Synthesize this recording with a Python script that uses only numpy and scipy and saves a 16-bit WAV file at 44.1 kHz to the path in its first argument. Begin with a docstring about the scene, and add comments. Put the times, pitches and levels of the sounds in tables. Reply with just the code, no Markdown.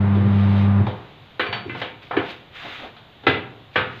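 """Tyre changer in a repair shop

A tyre is worked onto a steel wheel between hard, near walls; one microphone, dull above 4 kHz.
The turntable motor hums while the tyre bumps round, and stops with a clack. A steel lever is
pushed in, scrapes, and slips against the rim in loud clanks that set the wheel ringing. The rubber
bead grinds and snaps over the rim's edge; in between, a hand slides over the tyre."""
import sys
import numpy as np
from scipy import signal
from scipy.fft import rfft, irfft
from scipy.io import wavfile

SR = 44100
rng = np.random.default_rng(int(sys.argv[2]) if len(sys.argv) > 2 else 0)


def bounce(signal):
    """Save signal as a 16-bit WAV file at the path given by the first command-line argument."""
    frames = np.transpose(np.atleast_2d(signal))
    limited = np.clip(frames, -1, 1)
    pcm = np.round(limited * 32767).astype(np.int16)
    wavfile.write(sys.argv[1], SR, pcm)


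N = 176400
T = np.arange(N) / SR
RING_T = T[:SR]  # the second after a blow
STEEL_RISE_S = 0.0024


def from_db(db):
    """Decibels to amplitude."""
    return 10 ** (np.asarray(db) / 20)


def at_hz(points, hz):
    """Read rows of (f/Hz, value) along a logarithmic frequency axis."""
    freqs, values = np.transpose(points)
    return np.interp(np.log(np.maximum(hz, 1)), np.log(freqs), values)


def gains_in_time(rows):
    """One gain curve for each level column of (t/s, level/dB, ...)."""
    times, *columns = np.transpose(rows)
    return [from_db(np.interp(T, times, db)) for db in columns]


def fade(t, t60):
    """Holds until t = 0, then falls 60 dB in t60 seconds."""
    return np.exp(-np.log(1000) * np.maximum(t, 0) / t60)


def burst(rise_s, hold_s, t60):
    """Envelope of a blow: a straight rise, and a decay that starts at hold_s."""
    return np.minimum(RING_T / rise_s, 1) * fade(RING_T - hold_s, t60)


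def add(out, s, sound):
    """Mix a sound in at s seconds."""
    start = int(s * SR)
    out[start:start + len(sound)] += sound[:N - start]


def struck(s, modes, rise_s=STEEL_RISE_S):
    """A body struck at s seconds: decaying sines from rows of (f/Hz, level/dB, t60/s)."""
    out = np.zeros(N)
    for hz, db, t60 in modes:
        sine = np.sin(2 * np.pi * (hz * RING_T + rng.random()))
        add(out, s, from_db(db) * burst(rise_s, 0, t60) * sine)
    return out


def drift(per_s):
    """A random wander with a spread of about 1."""
    return np.interp(T * per_s, np.arange(400), rng.standard_normal(400))


# The microphone's dull treble, applied to every noise: f/Hz, level/dB
MIC_DULLNESS = [(3700, -1.5), (4200, -12.5), (4800, -21), (5500, -34), (6800, -41), (8000, -53.5),
                (11000, -55.5), (13800, -49), (15500, -52)]
def noise(gain):
    """Steady noise shaped by gain(hz) and dulled by the microphone."""
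    hz = np.arange(N // 2 + 1) * SR / N
    spectrum = rfft(rng.standard_normal(N)) * gain(hz) * from_db(at_hz(MIC_DULLNESS, hz))
    return irfft(spectrum, N) * np.sqrt(SR / 2000)  # a flat spectrum has unit power per kHz


def coloured(points):
    """Noise shaped by rows of (f/Hz, level/dB)."""
    return noise(lambda hz: from_db(at_hz(points, hz)))


# Room tone of the shop: f/Hz, level/dB
SHOP_COLOUR = [(25, -54), (60, -50), (110, -38), (200, -49.5), (400, -51.5), (800, -51.5), (1500, -58.5),
               (2500, -59.5), (3500, -55), (5000, -55.5), (7000, -41), (10000, -37.5), (14000, -36.5)]
def room_tone():
    """The shop's steady noise behind the work."""
    return coloured(SHOP_COLOUR)


# Load on the motor, as the gain of its hum: t/s, level/dB
MOTOR_LOAD = [(0, -16.5), (.17, -16.3), (.25, -15), (.36, -15.5), (.76, -15.5), (.815, -12.5)]
# Partials of the hum: harmonic number, level/dB
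HUM_PARTIALS = [(1, -1), (2, -4.5), (3, -24), (4, -25.5), (5, -33), (6, -35.5), (7, -31.5), (8, -32),
                (9, -32), (10, -34.5), (11, -39.5), (12, -31.5)]
# Gear and bearing noise: f/Hz, level/dB
GEAR_COLOUR = [(40, -38.5), (80, -32.5), (130, -19), (230, -29.5), (450, -33.5), (800, -32.5), (1400, -37),
               (2200, -42.5), (3500, -57), (6000, -44.5)]
def motor(hum_hz=99.97, stop_s=0.8, wobble_db=0.53):
    """Mains hum and gear noise under load; both ring out when the motor stops."""
    load, = gains_in_time(MOTOR_LOAD)
    hum = np.zeros(N)
    for k, db in HUM_PARTIALS:
        level = from_db(db + wobble_db * np.sqrt(k) * drift(per_s=14.8))
        hum += np.sqrt(2) * level * np.cos(2 * np.pi * (k * hum_hz * T + rng.random()))
    gears = coloured(GEAR_COLOUR)
    return hum * load * fade(T - stop_s, t60=0.3) + gears * fade(T - stop_s, t60=1)


# Low modes of the shop's room, rung as the machine stops: f/Hz, level/dB, t60/s
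ROOM_MODES = [(88.6, -29, .6), (115.3, -14.5, .42), (225, -27.5, 0.31)]
def frame_jolt():
    """The machine jolts as it stops, and the room's low modes ring."""
    return struck(0.797, ROOM_MODES, rise_s=0.0172)


# The hand's stroke: t/s, hiss level/dB, rub level/dB
HAND_STROKE = [(2.5, -73, -73), (2.555, -45.5, -49.5), (2.61, -43.5, -52.5), (2.66, -43, -35),
               (2.76, -42.5, -47.5), (2.85, -48, -35), (2.92, -60, -49.5), (3.05, -67, -67)]
# Hiss of skin on rubber: f/Hz, level/dB
HISS_COLOUR = [(100, -18), (600, -19), (1200, 1), (1900, 4), (3200, 1.5), (4500, 2.5), (6500, 14),
               (14000, 13)]
# Hollow rub of the tyre: f/Hz, level/dB
RUB_COLOUR = [(100, -8.5), (300, 0.5), (520, -2.5), (720, 3), (1000, -3), (1800, -11), (4000, -12)]
def hand_slide():
    """A hand slides over the tyre with a hiss and a hollow rub."""
    hiss, rub = gains_in_time(HAND_STROKE)
    return hiss * coloured(HISS_COLOUR) + rub * coloured(RUB_COLOUR)


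# Strokes of lever and bead along the rim: t/s, level/dB
SCRAPE_STROKES = [(0, -60), (.28, -49.5), (.36, -45.5), (.62, -41.5), (.72, -54.5), (1.6, -60), (1.72, -51),
                  (1.8, -40), (1.88, -49), (1.99, -79), (2.03, -45), (2.09, -53), (2.22, -50.5),
                  (2.31, -36), (2.37, -50), (2.48, -63), (3.7, -70.5), (3.748, -45.5), (3.86, -55),
                  (4, -46)]
# Spectrum of the scraping: f/Hz, level/dB
SCRAPE_COLOUR = [(100, -23.5), (500, -10), (1200, -7.5), (2400, 0), (3600, -3.5), (6000, 7.5)]
def rim_scrape(catches_per_s=400, catch_s=0.0017, grain_share=0.22):
    """Lever and bead stick and slip on the rim: noise made grainy by short random catches."""
    level, = gains_in_time(SCRAPE_STROKES)
    catches = (rng.random(N) < catches_per_s / SR) * rng.exponential(1, N)
    grains = signal.lfilter([1], [1, -np.exp(-1 / (catch_s * SR))], catches + 1e-18)
    power = 1 - grain_share + grain_share * grains / grains.mean()
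    return level * np.sqrt(power) * coloured(SCRAPE_COLOUR)


# The bead dragging over the rim: t/s, level/dB
BEAD_DRAG = [(2.1, -67), (2.115, -38), (2.165, -30.5), (2.185, -24), (2.24, -32.5), (2.3, -41), (2.4, -66),
             (2.5, -75)]
# Spectrum of the dragging rubber: f/Hz, level/dB
DRAG_COLOUR = [(120, -26.5), (260, -4), (440, 2), (600, -3), (850, -0.5), (1150, -6), (1600, -8.5),
               (2200, -20), (4000, -28)]
def bead_grind(rough_db=1.5, slips_per_s=70):
    """The rubber bead grinds over the rim in uneven slips."""
    level, = gains_in_time(BEAD_DRAG)
    return level * coloured(DRAG_COLOUR) * from_db(rough_db * drift(slips_per_s))


# Snaps of the bead: t/s, level/dB
BEAD_SNAPS = [(.16, -24.5), (1.652, -33), (2.168, -12.5), (3.274, -21)]
# Modes of the bead: f/Hz, level/dB, t60/s
BEAD_MODES = [(281, -2.5, .14), (334.6, 1, .1), (397.5, -2, 0.15), (453.4, -7, 0.09)]
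def bead_snaps():
    """The bead snaps over the rim's edge and rings dully."""
    return sum(struck(s, [(hz, snap_db + db, t60) for hz, db, t60 in BEAD_MODES], rise_s=0.0077)
               for s, snap_db in BEAD_SNAPS)


# Blows on the wheel: t/s, then level/dB of tyre boom, knock, body, clang, edge and bite
BLOWS = [(0.15, -24, -24.5, -47, -42.5, -54.5, -46.5), (0.215, -14.5, -24.5, -45, -59.5, -54.5, -67),
         (0.799, -23, -30, -55, -63, -62, -68), (0.866, -38, -28, -26.5, -33.5, -47, -40),
         (1.3944, -29.5, -25, -27.5, -20.5, -25, -30), (1.463, -28.5, -35, -38, -40, -34.5, -44.5),
         (1.526, -28, -38.5, -26.5, -27.5, -30, -32), (1.65, -27, -27, -74, -67, -67, -66),
         (1.694, -38, -36, -46, -37, -39, -47.5), (1.747, -32, -38, -33, -37, -39, -50),
         (1.815, -36, -32.5, -30, -32.5, -30.5, -34.5), (2.109, -28, -33.5, -23, -26, -42.5, -44.5),
         (2.166, -27.5, -22, -27.5, -25, -29, -35.5), (2.963, -66, -59, -52.5, -49, -59, -48.5),
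         (3.234, -44.5, -36, -45.5, -47, -52.5, -51), (3.2665, -19, -15, -19, -17, -18.5, -22.5),
         (3.757, -20.5, -23.5, -22, -16.5, -21.5, -27)]
# Centres of those six bands: f/Hz
BLOW_HZ = [130, 380, 780, 1400, 2400, 3500]
# Air and carcass of the tyre: f/Hz, level/dB
BOOM_COLOUR = [(50, -34), (78, -16), (95, 1), (112, -2), (128, 5), (148, -15), (170, -4), (215, -6.5),
               (320, -30.5), (1000, -72.5)]
def tyre_boom(gain_db=4):
    """The tyre's low boom swells after each blow and outlasts it."""
    power = np.zeros(N)
    swell = burst(rise_s=0.03, hold_s=0.03, t60=0.63)
    for s, boom_db, *_ in BLOWS:
        add(power, s, (from_db(gain_db + boom_db) * swell) ** 2)
    return np.sqrt(power) * coloured(BOOM_COLOUR)


# Modes of the clink at the mounting head: f/Hz, level/dB, t60/s
HEAD_MODES = [(1532, -32.5, .2), (2050, -30.5, 0.33), (2650, -38, .4)]
def head_clink():
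    """The lever clinks once on the mounting head."""
    return struck(1.694, HEAD_MODES)


# Contacts of steel on steel: t/s, level/dB
STEEL_TICKS = [(.866, -39), (1.463, -40), (1.526, -36), (1.816, -41), (2.21, -45), (3.269, -33)]
# Spectrum of a tick: f/Hz, level/dB
TICK_COLOUR = [(1000, -30), (2500, -8.5), (3600, -7), (5200, -1.5), (7200, 5.5), (10000, 0.5), (14000, 1)]
def steel_ticks():
    """Short bright bursts where bare steel meets."""
    level = np.zeros(N)
    for s, db in STEEL_TICKS:
        add(level, s, from_db(db) * burst(STEEL_RISE_S, hold_s=0, t60=0.096))
    return level * coloured(TICK_COLOUR)


# Modes of the lever: f/Hz, t60/s, level/dB struck at the tip, level/dB struck on the shank
LEVER_MODES = [(3980, 0.15, -30, -49), (4320, .22, -46, -57), (4504, 0.35, -47, -35),
               (5750, 0.16, -72, -55), (10062, 0.34, -63, -90), (11360, .22, -66, -91),
               (11730, .16, -66, -90), (14770, .2, -69, -95)]
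# Hits on the lever: t/s, spot (0 tip, 1 shank), level/dB
LEVER_HITS = [(1.395, 0, 0), (1.465, 1, -9), (1.526, 1, 0)]
def lever_ring():
    """The steel lever rings freely, high and thin, coloured by where it is hit."""
    return sum(struck(s, [(hz, hit_db + dbs[spot], t60) for hz, t60, *dbs in LEVER_MODES])
               for s, spot, hit_db in LEVER_HITS)


# When the lever takes up each of its three places on the rim: t/s
PLACE_FROM_S = [0, 3.0, 3.5]
def place_at(s):
    """Which place on the rim the lever bears on at s seconds."""
    return np.searchsorted(PLACE_FROM_S, s) - 1


# Modes of the rim: f/Hz, t60/s, then level/dB with the lever at its first, second and third place
RIM_MODES = [(273, 0.41, -10, -3, -6), (339, 0.44, -4.5, -6.5, -5.5), (409.7, 0.61, -1, -0.5, 0.5),
             (458.6, 0.44, -5, -2, 0), (506.8, 0.4, 3, -3.5, 7), (708, 0.55, -3, -7, -16),
             (779, 0.57, -7.5, -2.5, -12), (914, 0.38, -4.5, -9.5, -8), (1068, .25, -0.5, -14, -17),
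             (1168, 0.089, -14, -25, 5.5), (1272, .35, -5.5, -10, 2), (1333, .2, -10.5, 3, -7),
             (1427, 0.5, -8, -5.5, -3), (1511, .22, 0, -9, -1), (1558, 0.24, -12.5, -4.5, 1),
             (1630, 0.37, -4.5, 1, -23), (1736, 0.38, -1, -5, -1), (1866, 0.21, -10, -12, -4.5),
             (2020, 0.18, -4, -0.5, -14), (2023, 0.31, -2, 1, -18), (2227, 0.26, 0, -11.5, -10),
             (2367, 0.083, 5, -3.5, -14), (2520, 0.36, -13, -5.5, -5), (2634, .3, -14, -2.5, -14.5),
             (2720, 0.16, -13.5, -5.5, -13), (2860, .25, -6.5, -11.5, -0.5), (3080, 0.22, 3.5, -11, -9),
             (3340, 0.38, 1, -8.5, 1), (3677, 0.21, -13.5, -5, -10)]
def rim_ring(gain_db=-7):
    """Each blow rings the rim's modes, weighted by its spectrum and by where the lever bears."""
    out = np.zeros(N)
    for s, *band_dbs in BLOWS:
        force, place = list(zip(BLOW_HZ, band_dbs)), place_at(s)
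        modes = [(hz, gain_db + dbs[place] + at_hz(force, hz), t60) for hz, t60, *dbs in RIM_MODES]
        out += struck(s, modes)
    return out


def rim_band(hz, low, high, place, width_hz=80, valley_db=-5):
    """Gain of one noise band, peaked at the rim's modes; mean power 1 inside the band."""
    inside = (hz >= low) & (hz < high)
    power = from_db(valley_db) ** 2
    for mode_hz, _, *dbs in RIM_MODES:
        detuning = 2 * (hz[inside] - mode_hz) / width_hz
        power += (from_db(dbs[place]) / (1 + detuning ** 2)) ** 2
    gain = np.zeros(len(hz))
    gain[inside] = np.sqrt(power / power.mean())
    return gain


# Decay of wheel, machine and shop after a blow: f/Hz, t60/s
WASH_T60 = [(250, 0.76), (500, 0.53), (1200, 0.43), (2500, 0.45), (4000, 0.37), (8000, 0.25), (14000, .15)]
def clanks(crack_db=2.5, wash_db=-3):
    """Each blow is a short crack and a dense wash, held up for a moment by the near walls."""
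    edges_hz = [230, 380, 570, 1000, 1450, 1900, 2400, 3000, 3600, 4400, 5500, 8000, 16000]
    out = np.zeros(N)
    crack = from_db(crack_db) * burst(STEEL_RISE_S, hold_s=0.004, t60=0.076)
    for low, high in zip(edges_hz, edges_hz[1:]):
        centre = np.sqrt(low * high)
        wash = from_db(wash_db) * burst(rise_s=0.0074, hold_s=0.022, t60=at_hz(WASH_T60, centre))
        power_by_place = np.zeros((len(PLACE_FROM_S), N))
        for s, *band_dbs in BLOWS:
            force = from_db(at_hz(list(zip(BLOW_HZ, band_dbs)), centre))
            add(power_by_place[place_at(s)], s, (crack ** 2 + wash ** 2) * force ** 2)
        for place, power in enumerate(power_by_place):
            out += np.sqrt(power) * noise(lambda hz: rim_band(hz, low, high, place))
    return out


def scene():
    """Shop, machine, rubber and steel, summed at one microphone."""
    machine = motor() + frame_jolt()
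    rubber = hand_slide() + bead_grind() + bead_snaps() + tyre_boom()
    steel = rim_scrape() + head_clink() + steel_ticks() + lever_ring() + rim_ring() + clanks()
    return (room_tone() + machine + rubber + steel)[None]


def record(dry, fade_in_s=0.008, cutoff_hz=16200):
    """The sound fades in briefly; the top is cut."""
    lowpass = signal.cheby2(12, 70, cutoff_hz, fs=SR, output="sos")
    return signal.sosfilt(lowpass, dry * np.minimum(T / fade_in_s, 1))


dry = scene()
out = record(dry)
bounce(out)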